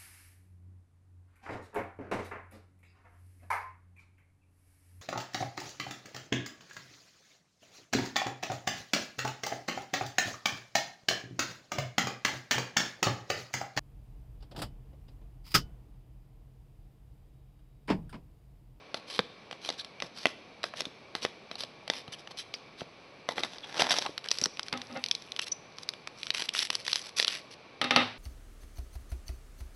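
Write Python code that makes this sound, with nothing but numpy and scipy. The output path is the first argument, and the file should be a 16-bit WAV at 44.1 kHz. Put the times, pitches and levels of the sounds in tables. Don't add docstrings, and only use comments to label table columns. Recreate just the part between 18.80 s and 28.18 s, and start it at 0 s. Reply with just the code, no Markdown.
import sys
import numpy as np
from scipy import signal
from scipy.io import wavfile
from scipy.ndimage import uniform_filter1d

SR = 44100
rng = np.random.default_rng(int(sys.argv[2]) if len(sys.argv) > 2 else 0)


def to_wav(sig):
    pcm = np.clip(np.atleast_2d(sig), -1, 1) * 32767
    pcm = np.round(pcm).astype(np.int16)
    wavfile.write(sys.argv[1], SR, pcm.T)


N = 413658
TAPS = 4096
HZ = np.fft.rfftfreq(TAPS, 1 / SR) + 1
TIME = np.arange(N) / SR
CLICK_GAIN = np.sqrt(.005 * SR)

# frequency in Hz, spectral density in dB.
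AIR_SPECTRUM = [(18, -47), (32, -12.5), (70, -10), (125, -0.5), (340, -1.5), (500, 1), (930, -5),
                (1460, -10), (2050, -11.5), (2600, -9), (3100, -12.5), (4300, -11.5), (5600, -20),
                (12000, -27)]
# frequency in Hz, width in Hz, lift in dB.
FAN_RESONANCES = [(1117, 54, 8.5), (2330, 260, 9), (6100, 64, 8.5)]
# frequency in Hz, time to fall 60 dB in seconds.
ROOM_DECAY = [(150, 0.71), (1000, 0.24), (4000, 0.6), (10000, 0.45)]
# frequency in Hz, gain in dB.
TREBLE_RESPONSE = [(5700, 0), (6100, -3), (6600, -11), (6850, -20), (7000, -42), (7150, -18), (7600, -8),
                   (8100, -12), (8400, -21), (8520, -42), (8700, -18), (9300, -11), (9800, -18), (10000, -42),
                   (10200, -15), (10550, -6), (11100, -9), (11600, -17), (12000, -40)]

# frequency in Hz, level in dB, time to fall 60 dB in seconds.
DESK_MODES = [(109, -17, 0.61), (246.4, 1.5, 0.31), (300.6, -1.5, 0.27), (533, 5, 0.15), (609.4, -1, 0.14),
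              (790, -0.5, 0.28), (1191, 3, 0.11), (1285, 9, 0.1), (1410, -1, 0.073), (1650, -17, 0.13),
              (1900, 4.5, 0.12), (2097, 3, 0.15), (2652, 8.5, 0.1), (2950, 4, 0.086), (3730, 2, 0.28)]
# frequency in Hz, level in dB.
BLOW_SPECTRUM = [(30, -53), (100, -4), (240, -3), (700, 1), (1400, 1), (2800, 3.5), (4200, 3.5),
                 (6000, -6.5), (12000, -4.5)]
# start in seconds, blow in dB, treble cutoff in Hz, ringing in dB.
DESK_KNOCKS = [(5.926, -35, 710, -28.5), (5.937, -33, 1580, -35), (6.093, -57, 700, -38),
               (6.162, -42, 1300, -36.5), (9.0148, -21, 3770, -24), (9.042, -26, 3600, -26),
               (9.1085, -17.5, 3570, -19), (9.1618, -13.5, 3250, -13.5)]
# start, peak and end in seconds, level in dB, cutoff in Hz.
DESK_CHATTER = [(6.089, 6.14, 6.17, -51, 710), (6.146, 6.155, 6.195, -36, 1750),
                (9.167, 9.2, 9.245, -29, 3300)]
# peak and length in seconds, level in dB, pitch in Hz, rms waver of pitch in Hz.
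SQUEAKS_AND_CREAKS = [(1, 0.037, -38, 3940, 320), (3.34, 0.014, -39, 3140, 200),
                      (3.745, 0.026, -38.5, 4800, 460), (4.841, 0.036, -41.5, 3300, 510),
                      (5.261, 0.04, -34.5, 904, 140), (5.64, 0.008, -18.5, 5630, 260),
                      (6.136, 0.11, -49, 237, 5.5), (6.171, 0.0429, -49, 551, 30),
                      (6.62, 0.032, -42, 2700, 98), (6.628, 0.04, -47, 3270, 90),
                      (6.722, 0.019, -25, 6000, 110)]
# start in seconds, level in dB, resonance in Hz.
FINGER_BUMPS = [(0.395, -31, 230), (1.236, -46, 160), (1.465, -35, 260), (2.068, -40.5, 218),
                (3.284, -43, 128), (4.018, -37, 215), (5.293, -36.5, 360), (5.618, -36, 317),
                (5.663, -36, 270), (5.929, -42, 129)]

# time in seconds, hiss in dB, body of the box in dB.
PACK_DRAG = [(4.66, -58, -61), (4.73, -44, -51.5), (4.81, -67, -62), (4.84, -50.5, -49), (4.88, -53.5, -53),
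             (4.96, -43, -43), (5.004, -23, -28), (5.05, -37, -36.5), (5.085, -46, -39.5),
             (5.115, -24.5, -34), (5.15, -33.5, -41), (5.18, -31, -38.5), (5.205, -46, -55),
             (5.22, -33.5, -40), (5.25, -44.5, -49), (5.331, -55, -60)]
# time in seconds, firmness from 0 to 1.
WRAPPER_GRIP = [(4.5, 0.1), (4.9, 0.5), (5.8, 0.5), (6.1, 0.95), (6.4, 1.0), (6.85, 0.15), (7.4, 0.25),
                (8.5, 0.55), (8.8, 0)]
# frequency in Hz, level in dB.
FOIL_SPECTRUM = [(30, -30), (120, -17), (400, 0.5), (900, 2), (1300, 5.5), (2000, 4.5), (5000, -8),
                 (11000, -21)]
# peak and length in seconds, hiss in dB, body in dB.
FOIL_TUGS = [(5.458, 0.064, -54.5, -39.5), (5.545, 0.079, -45, -66), (5.624, 0.1, -47.5, -49),
             (5.872, 0.05, -54, -59), (6.626, 0.04, -42.5, -64), (6.673, 0.032, -42.5, -68),
             (6.999, 0.1, -58, -62), (7.431, 0.16, -53, -71), (7.592, 0.15, -38.5, -40.5),
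             (7.794, 0.15, -33.5, -46), (7.94, 0.073, -44, -46), (8.003, 0.06, -50.5, -67),
             (8.125, 0.2, -41.5, -55), (8.253, 0.1, -48, -48), (8.395, 0.078, -34, -42),
             (8.518, 0.16, -41, -42), (8.721, 0.048, -51.5, -62)]
# time in seconds, snap in dB, snap resonance in Hz, body in dB.
FOIL_CREASES = [(5.379, -30, 3300, -40.5), (5.443, -39, 3210, -58), (5.487, -29.5, 3800, -55),
                (5.507, -34, 4400, -59), (5.5147, -18, 4200, -26), (5.586, -27.5, 4970, -40),
                (5.615, -24.5, 5400, -45), (5.639, -25, 5660, -34), (5.658, -23.5, 5200, -29.5),
                (5.772, -41, 2700, -53), (5.795, -29, 3350, -34), (5.831, -35.5, 4970, -57),
                (5.884, -36, 4160, -47), (5.928, -29.5, 3840, -32), (5.975, -37, 4080, -49),
                (6.017, -35, 3760, -47), (6.24, -25, 3300, -46), (6.262, -32.5, 3550, -60),
                (6.286, -34, 4070, -55), (6.3128, -18.5, 3450, -43), (6.351, -29, 3950, -58),
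                (6.422, -43.5, 3890, -57), (6.52, -33.5, 3700, -58), (6.564, -33.5, 3430, -45),
                (6.591, -33, 4500, -42), (6.594, -26, 3650, -32), (6.617, -31, 8500, -55),
                (6.722, -34.5, 6050, -61), (6.985, -39.5, 3860, -41), (7.033, -38, 5470, -51),
                (7.09, -26, 4400, -39.5), (7.137, -41.5, 2730, -46), (7.274, -35.5, 3130, -35),
                (7.432, -31.5, 2500, -45), (7.469, -34.5, 4070, -36.5), (7.505, -23.5, 3370, -32),
                (7.547, -30.5, 3130, -44), (7.622, -29, 2940, -34.5), (7.688, -35, 3500, -48),
                (7.691, -25, 3480, -41), (7.75, -41, 2950, -29.5), (7.791, -24, 3895, -48),
                (7.903, -23, 3753, -30.5), (7.953, -23, 4800, -35), (8.066, -32.5, 3310, -45),
                (8.08, -28, 3960, -31.5), (8.131, -21, 4220, -33), (8.158, -22.5, 4180, -30),
                (8.399, -18.5, 3566, -25), (8.427, -24, 3740, -30.5), (8.447, -23, 3700, -31),
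                (8.48, -21.5, 4110, -31)]

# frequency in Hz, width in Hz, lift in dB.
HAND_CAVITY = [(555, 180, 2), (940, 106, -8), (1284, 230, 2.5), (2010, 120, 5.5)]
# frequency in Hz, level in dB.
CARD_SPECTRUM = [(30, -23), (100, -3.5), (220, 5.5), (700, 5), (1200, 2), (2000, -1), (5000, -56)]
# peak and length in seconds, hiss in dB, body in dB.
CARD_SLIDES = [(0.996, 0.051, -41.5, -59), (3.165, 0.11, -42.5, -51), (3.333, 0.036, -39, -49),
               (3.396, 0.05, -51, -60), (3.514, 0.022, -44, -48.5), (3.594, 0.07, -36.5, -67),
               (4.001, 0.069, -47.5, -59), (4.504, 0.067, -44, -40), (4.583, 0.07, -41, -37),
               (4.642, 0.054, -40.5, -41.5)]
# start in seconds, snap in dB, snap resonance in Hz, flap of the sheet in dB.
CARD_FLICKS = [(0.728, -40.5, 2850, -40), (1.047, -39.5, 3660, -54), (1.202, -35, 2570, -45),
               (1.832, -34.5, 3260, -50), (1.938, -41.5, 2680, -37.5), (2.054, -33.5, 3620, -44),
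               (2.755, -37.5, 3660, -43), (3.078, -36.5, 3630, -40), (3.1, -23, 3580, -26),
               (3.136, -36.5, 3160, -40), (3.279, -44.5, 3400, -45), (3.474, -41.5, 2850, -47),
               (3.74, -31.5, 2930, -40.5), (4.008, -40, 2990, -42), (4.017, -54, 2740, -37),
               (4.489, -29, 3300, -25), (4.581, -30, 2020, -29.5), (4.635, -24.5, 2900, -33),
               (4.784, -41.5, 3800, -50), (4.996, -24, 3030, -26), (5.021, -26, 4500, -26),
               (5.095, -27, 5340, -41), (5.14, -31, 3670, -30.5), (5.186, -23, 5640, -30),
               (5.263, -31.5, 2840, -35)]
# touch in seconds, touch in dB, release in seconds, snap in dB,
# snap in Hz, flap in dB, flap in Hz, rebound in dB, pull in dB, length of the pull in seconds.
CARD_DRAWS = [(0.1438, -30, 0.3918, -22.5, 2800, -20, 470, -42, -39, 0.13),
              (0.7118, -39, 0.8898, -27, 3800, -31, 740, -31, -39.5, 0.08),
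              (1.2228, -31, 1.4558, -19.5, 2500, -19.5, 785, -29, -43.5, 0.115),
              (1.8402, -28, 2.0062, -25, 4200, -35, 650, -38, -39, 0.055),
              (2.3518, -29.5, 2.4502, -27, 3080, -24, 560, -41, -35, 0.04),
              (2.7138, -37.5, 2.8358, -33, 4200, -38, 740, -48, -37, 0.06)]

SLIDE_HZ, RUB_HZ = 3670, 4050


def amp(db):
    return 10 ** (np.asarray(db) / 20)


def read(points, hz):
    f, value = np.transpose(points)
    return np.interp(np.log(hz + 1), np.log(f), value)


def spectrum(points):
    return amp(read(points, HZ))


def unit_rms(x):
    return x / np.sqrt(np.mean(x ** 2) + 1e-20)


def unit_energy(x):
    return x / np.sqrt(np.sum(x ** 2) + 1e-20)


def add(mix, start, sound):
    part = mix[max(round(start * SR), 0):][:len(sound)]
    part += sound[:len(part)]


def colour(x, gain):
    log_gain = np.log(np.maximum(gain, 1e-5))
    mirrored = np.concatenate([log_gain, log_gain[-2:0:-1]])
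    response = np.exp(np.conj(signal.hilbert(mirrored)))
    return signal.fftconvolve(x, np.fft.ifft(response).real)


def lowpass(hz, order):
    return 1 / np.hypot(1, (HZ / hz) ** order)


def highpass(hz, order):
    return 1 / np.hypot(1, (hz / HZ) ** order)


def resonance(hz, q):
    return 1 / np.hypot(1, q * (HZ / hz - hz / HZ))


def peaks(rows):
    return amp(sum(db / (1 + (2 * (HZ - hz) / width) ** 2) for hz, width, db in rows))


def ripple(depth_db, spacing_hz):
    knots = np.arange(0, SR, spacing_hz)
    return amp(depth_db * np.interp(HZ, knots, rng.standard_normal(TAPS)[:len(knots)]))


def noise():
    return rng.standard_normal(N // 16)


def unevenness(depth_db, every_s):
    steps = noise()
    return amp(depth_db * np.interp(TIME, np.arange(len(steps)) * every_s, steps))


def burst(decay_s, scatter):
    t = TIME[:TAPS // 2]
    push = scatter * unit_energy(rng.standard_normal(len(t)) * np.exp(-t / decay_s))
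    push[0] += 1
    return push


def grains(count, per_s, spread_db):
    chance, size, sign = rng.random((3, N))[:, :count]
    size_db = spread_db * np.minimum(-np.log(size + 1e-9), 4)
    return (chance < per_s / SR) * np.sign(sign - .5) * amp(size_db)


def span(peak, length, rise_share=0.42):
    return peak - rise_share * length, peak, peak + (1 - rise_share) * length


def swell(start, peak, end, ease=2):
    t = np.arange(start, max(end, start + .005), 1 / SR)
    return np.sin(np.pi / 2 * np.interp(t, [start, peak, end], [0, 1, 0])) ** ease


def fan(level_db=-53.5):
    gain = spectrum(AIR_SPECTRUM) * peaks(FAN_RESONANCES)
    air = colour(rng.standard_normal(N + TAPS), gain)[TAPS:][:N]
    return amp(level_db) * unit_rms(air)


def room(x, tail_db, early_db):
    n = SR // 2
    hz, t, bands = signal.stft(rng.standard_normal(n) * (TIME[:n] > .008), SR, nperseg=256)
    decay = amp(-60 * t / read(ROOM_DECAY, hz)[:, None])
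    tail = signal.istft(bands * decay, SR, nperseg=256)[1][:n]
    early = np.zeros(n)
    early[(SR * rng.uniform(.002, .016, size=10)).astype(int)] = rng.standard_normal(size=10)
    response = amp(tail_db) * unit_energy(tail) + amp(early_db) * unit_energy(early)
    return x + signal.fftconvolve(x, response)[:N]


def panel_mode(hz, t, spread=0.0232):
    detune, phase = rng.uniform(-1, 1, (2, 4, 1))
    partials = np.sin(2 * np.pi * (hz * (1 + spread * detune) * t + phase))
    return unit_rms(partials.sum(0))


def desk_ring(modes_db=1.5, wash_t60_s=0.44, rise_s=0.0048):
    t = TIME[:SR // 2]
    modes = sum(amp(db - 60 * t / t60) * panel_mode(hz, t) for hz, db, t60 in DESK_MODES)
    wash = rng.standard_normal(len(t)) * amp(-60 * t / wash_t60_s)
    wash = colour(wash, spectrum(BLOW_SPECTRUM) * lowpass(5000, 1))[:len(t)]
    return (amp(modes_db) * unit_energy(modes) + unit_energy(wash)) * (1 - np.exp(-t / rise_s))


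def knocks(ring):
    out = np.zeros(N)
    for start, blow_db, cutoff_hz, ring_db in DESK_KNOCKS:
        softness = lowpass(cutoff_hz, 0.95)
        force = burst(decay_s=0.0037, scatter=2.5)
        blow = colour(force, softness * spectrum(BLOW_SPECTRUM) * ripple(depth_db=0.5, spacing_hz=161.5))
        add(out, start, amp(blow_db) * unit_energy(blow))
        add(out, start, amp(ring_db) * unit_energy(colour(ring, softness)))
    return CLICK_GAIN * out


def chatter(ring, decay_s=0.01):
    out = np.zeros(N)
    damped_ring = ring * np.exp(-TIME[:len(ring)] / decay_s)
    for start, peak, end, db, cutoff_hz in DESK_CHATTER:
        force = swell(start, peak, end)
        contacts = force * noise()[:len(force)]
        rattle = colour(signal.fftconvolve(contacts, damped_ring), lowpass(cutoff_hz, 2))
        add(out, start, amp(db) * np.linalg.norm(force) * unit_energy(rattle))
    return out


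def desk():
    ring = desk_ring()
    return colour(knocks(ring) + chatter(ring), highpass(65, 3))[:N]


def squeaks_and_creaks():
    out = np.zeros(N)
    for peak, length, db, hz, waver_hz in SQUEAKS_AND_CREAKS:
        start, peak, end = span(peak, length)
        force = swell(start, peak, end)
        waver = unit_rms(uniform_filter1d(noise(), size=60))[:len(force)]
        phase = 2 * np.pi * np.cumsum(hz + waver_hz * waver) / SR
        add(out, start, amp(db) * np.sqrt(2) * force * np.sin(phase))
    return out


def bumps():
    out = np.zeros(N)
    for start, db, hz in FINGER_BUMPS:
        thud = colour(burst(decay_s=0.0062, scatter=0.93), resonance(hz, q=1.3) * lowpass(600, 2))
        add(out, start, amp(db) * unit_energy(thud))
    return CLICK_GAIN * out


def hiss_gain(hz, q, fizz):
    return np.hypot(resonance(hz, q), fizz) * highpass(1700, 2)


def friction(strokes, body_spectrum, hiss_db, body_db, q, fizz, ease,
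             slips_per_s, spread_db, smooth, clump_db):
    out = np.zeros(N)
    for start, peak, end, hiss, hiss_hz, body in strokes:
        speed = swell(start, peak, end, ease)
        n = len(speed)
        slips = unit_rms(grains(n, slips_per_s, spread_db)) + smooth * noise()[:n]
        clumps = amp(clump_db * unit_rms(uniform_filter1d(noise(), size=200))[:n])
        surface = amp(hiss + hiss_db) * unit_energy(hiss_gain(hiss_hz, q, fizz))
        sheet = amp(body + body_db) * unit_energy(spectrum(body_spectrum))
        gain = np.hypot(surface, sheet) * ripple(depth_db=2.5, spacing_hz=224)
        stroke = unit_energy(colour(slips * clumps * speed, gain))
        add(out, start, np.linalg.norm(gain) * np.linalg.norm(speed) * stroke)
    return out


def pack_drag(catch_gain=0.96, smooth=0.38):
    times, hiss_db, body_db = np.transpose(PACK_DRAG)
    catches = grains(N, per_s=110, spread_db=3.5)
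    catches = signal.fftconvolve(catches, burst(decay_s=0.0018, scatter=1.2))[:N]
    slips = grains(N, per_s=2200, spread_db=5)
    force = unit_rms(slips) + catch_gain * unit_rms(catches) + smooth * rng.standard_normal(N)
    force *= unevenness(depth_db=1.4, every_s=0.006)
    surface = hiss_gain(3900, q=1, fizz=0.12)
    box = spectrum(CARD_SPECTRUM) * highpass(220, 1)
    out = np.zeros(N)
    for gain, db in [(surface, hiss_db), (box, body_db - 1)]:
        envelope = amp(np.interp(TIME, times, db, left=-np.inf, right=-np.inf))
        out += envelope * unit_rms(colour(force, gain)[:N])
    return out


def crinkle(ticks_db=-59, ticks_per_s=60, brush_db=-56.5):
    grip = np.interp(TIME, *np.transpose(WRAPPER_GRIP))
    ticks = sum(colour(grains(N, ticks_per_s / 4, spread_db=3.5), resonance(hz, q=3.5))[:N]
                for hz in np.geomspace(2900, 5200, num=4))
    brush = colour(grains(N, per_s=2500, spread_db=4), resonance(9800, q=0.76))[:N]
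    brush *= unevenness(depth_db=2, every_s=0.05)
    return grip * (amp(ticks_db) * unit_rms(ticks) + amp(brush_db) * unit_rms(brush))


def creases(snaps, body_db=-2, creep_db=-12, creep_rise_s=0.00061):
    out = np.zeros(N)
    lead = SR // 200
    for when, snap, snap_hz, body in snaps:
        facet = amp(snap) * unit_energy(resonance(snap_hz, q=2.23) * highpass(2200, 3))
        pack = amp(body + body_db) * unit_energy(spectrum(FOIL_SPECTRUM))
        gain = np.hypot(facet, pack) * ripple(depth_db=1.7, spacing_hz=615)
        creep = unit_energy(rng.standard_normal(lead) * np.exp(TIME[:lead] / creep_rise_s))
        push = np.concatenate([amp(creep_db) * creep, burst(decay_s=0.0015, scatter=1)])
        add(out, when - lead / SR, np.linalg.norm(gain) * unit_energy(colour(push, gain)))
    return CLICK_GAIN * out


def foil_events(creases_per_s=67, lift_db=0.5, spread_db=2.5, body_db=-10, pitch_spread=0.45):
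    snaps, strokes = list(FOIL_CREASES), []
    for peak, length, hiss, body in FOIL_TUGS:
        strokes.append((*span(peak, length), hiss, RUB_HZ, body))
        for offset, size, pitch in rng.standard_normal((16, 3))[:round(creases_per_s * length)]:
            db = hiss + lift_db + spread_db * size
            hz = RUB_HZ * np.exp(pitch_spread * pitch)
            snaps.append((peak + offset * length / 5, db, hz, db + body_db))
    return snaps, strokes


def flicks(snaps, flap_db=-1):
    out = np.zeros(N)
    for start, snap, snap_hz, flap, flap_hz in snaps:
        edge_gain = resonance(snap_hz, q=2.3) * ripple(depth_db=3.1, spacing_hz=360.6)
        edge = colour(burst(decay_s=0.002, scatter=1.63), edge_gain * highpass(1200, 2))
        sheet_gain = resonance(flap_hz, q=2.5) * ripple(depth_db=0.3, spacing_hz=166) * lowpass(1700, 2)
        sheet_gain *= highpass(70, 1)
        sheet = colour(burst(decay_s=0.0032, scatter=0.83), sheet_gain + 0.19 * spectrum(CARD_SPECTRUM))
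        add(out, start, amp(snap) * unit_energy(edge) + amp(flap + flap_db) * unit_energy(sheet))
    return colour(CLICK_GAIN * out, peaks(HAND_CAVITY))[:N]


def skid(start, snap_db, rise_s=0.0037, length_s=0.064, hiss_db=-17, body_db=-18.5):
    return start, start + rise_s, start + length_s, snap_db + hiss_db, SLIDE_HZ, snap_db + body_db


def card_events(edge_hz=3340, flap_hz=770, rebound_hz=337, rebound_s=0.0125,
                pull_rise_share=0.66, run_out_s=0.012, pull_body_db=-11, settle_db=-9):
    snaps = [(start, db, hz, flap_db, flap_hz) for start, db, hz, flap_db in CARD_FLICKS]
    strokes = [(*span(peak, length), hiss, SLIDE_HZ, body) for peak, length, hiss, body in CARD_SLIDES]
    strokes += [skid(start, db + settle_db) for start, db, _, _ in CARD_FLICKS]
    for touch, touch_db, release, *snap_and_flap, rebound_db, pull_db, pull_s in CARD_DRAWS:
        start, rebound = release - pull_s, release + rebound_s
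        snaps += [(touch, touch_db, edge_hz, touch_db - 1, flap_hz),
                  (release, *snap_and_flap),
                  (rebound, rebound_db, SLIDE_HZ, rebound_db - 3, rebound_hz)]
        peak = start + pull_rise_share * pull_s
        pull = (start, peak, release + run_out_s, pull_db, SLIDE_HZ, pull_db + pull_body_db)
        strokes += [skid(touch, touch_db), pull, skid(rebound, rebound_db)]
    return snaps, strokes


def scene():
    card_snaps, card_strokes = card_events()
    foil_snaps, foil_strokes = foil_events()
    slides = friction(card_strokes, CARD_SPECTRUM, hiss_db=0.5, body_db=-2, q=1.8, fizz=0.36, ease=1.1,
                      slips_per_s=2200, spread_db=4, smooth=0.69, clump_db=3)
    rubs = friction(foil_strokes, FOIL_SPECTRUM, hiss_db=4, body_db=-5.5, q=0.6, fizz=0.18, ease=0.84,
                    slips_per_s=1800, spread_db=3, smooth=0.39, clump_db=5)
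    cards = room(flicks(card_snaps) + slides + pack_drag() + bumps(), tail_db=-18, early_db=-20)
    foil = room(creases(foil_snaps) + crinkle() + rubs, tail_db=-21.5, early_db=-19)
    brief_tones = room(squeaks_and_creaks(), tail_db=-20, early_db=-17)
    return (cards + foil + brief_tones + desk() + fan())[None]


def record(dry):
    heard = colour(dry[0], spectrum(TREBLE_RESPONSE))[:N]
    band_limit = signal.firwin(255, cutoff=12400, window=("kaiser", 9), fs=SR)
    return signal.oaconvolve(heard, band_limit, "same")[None]


dry = scene()
out = record(dry)
to_wav(out)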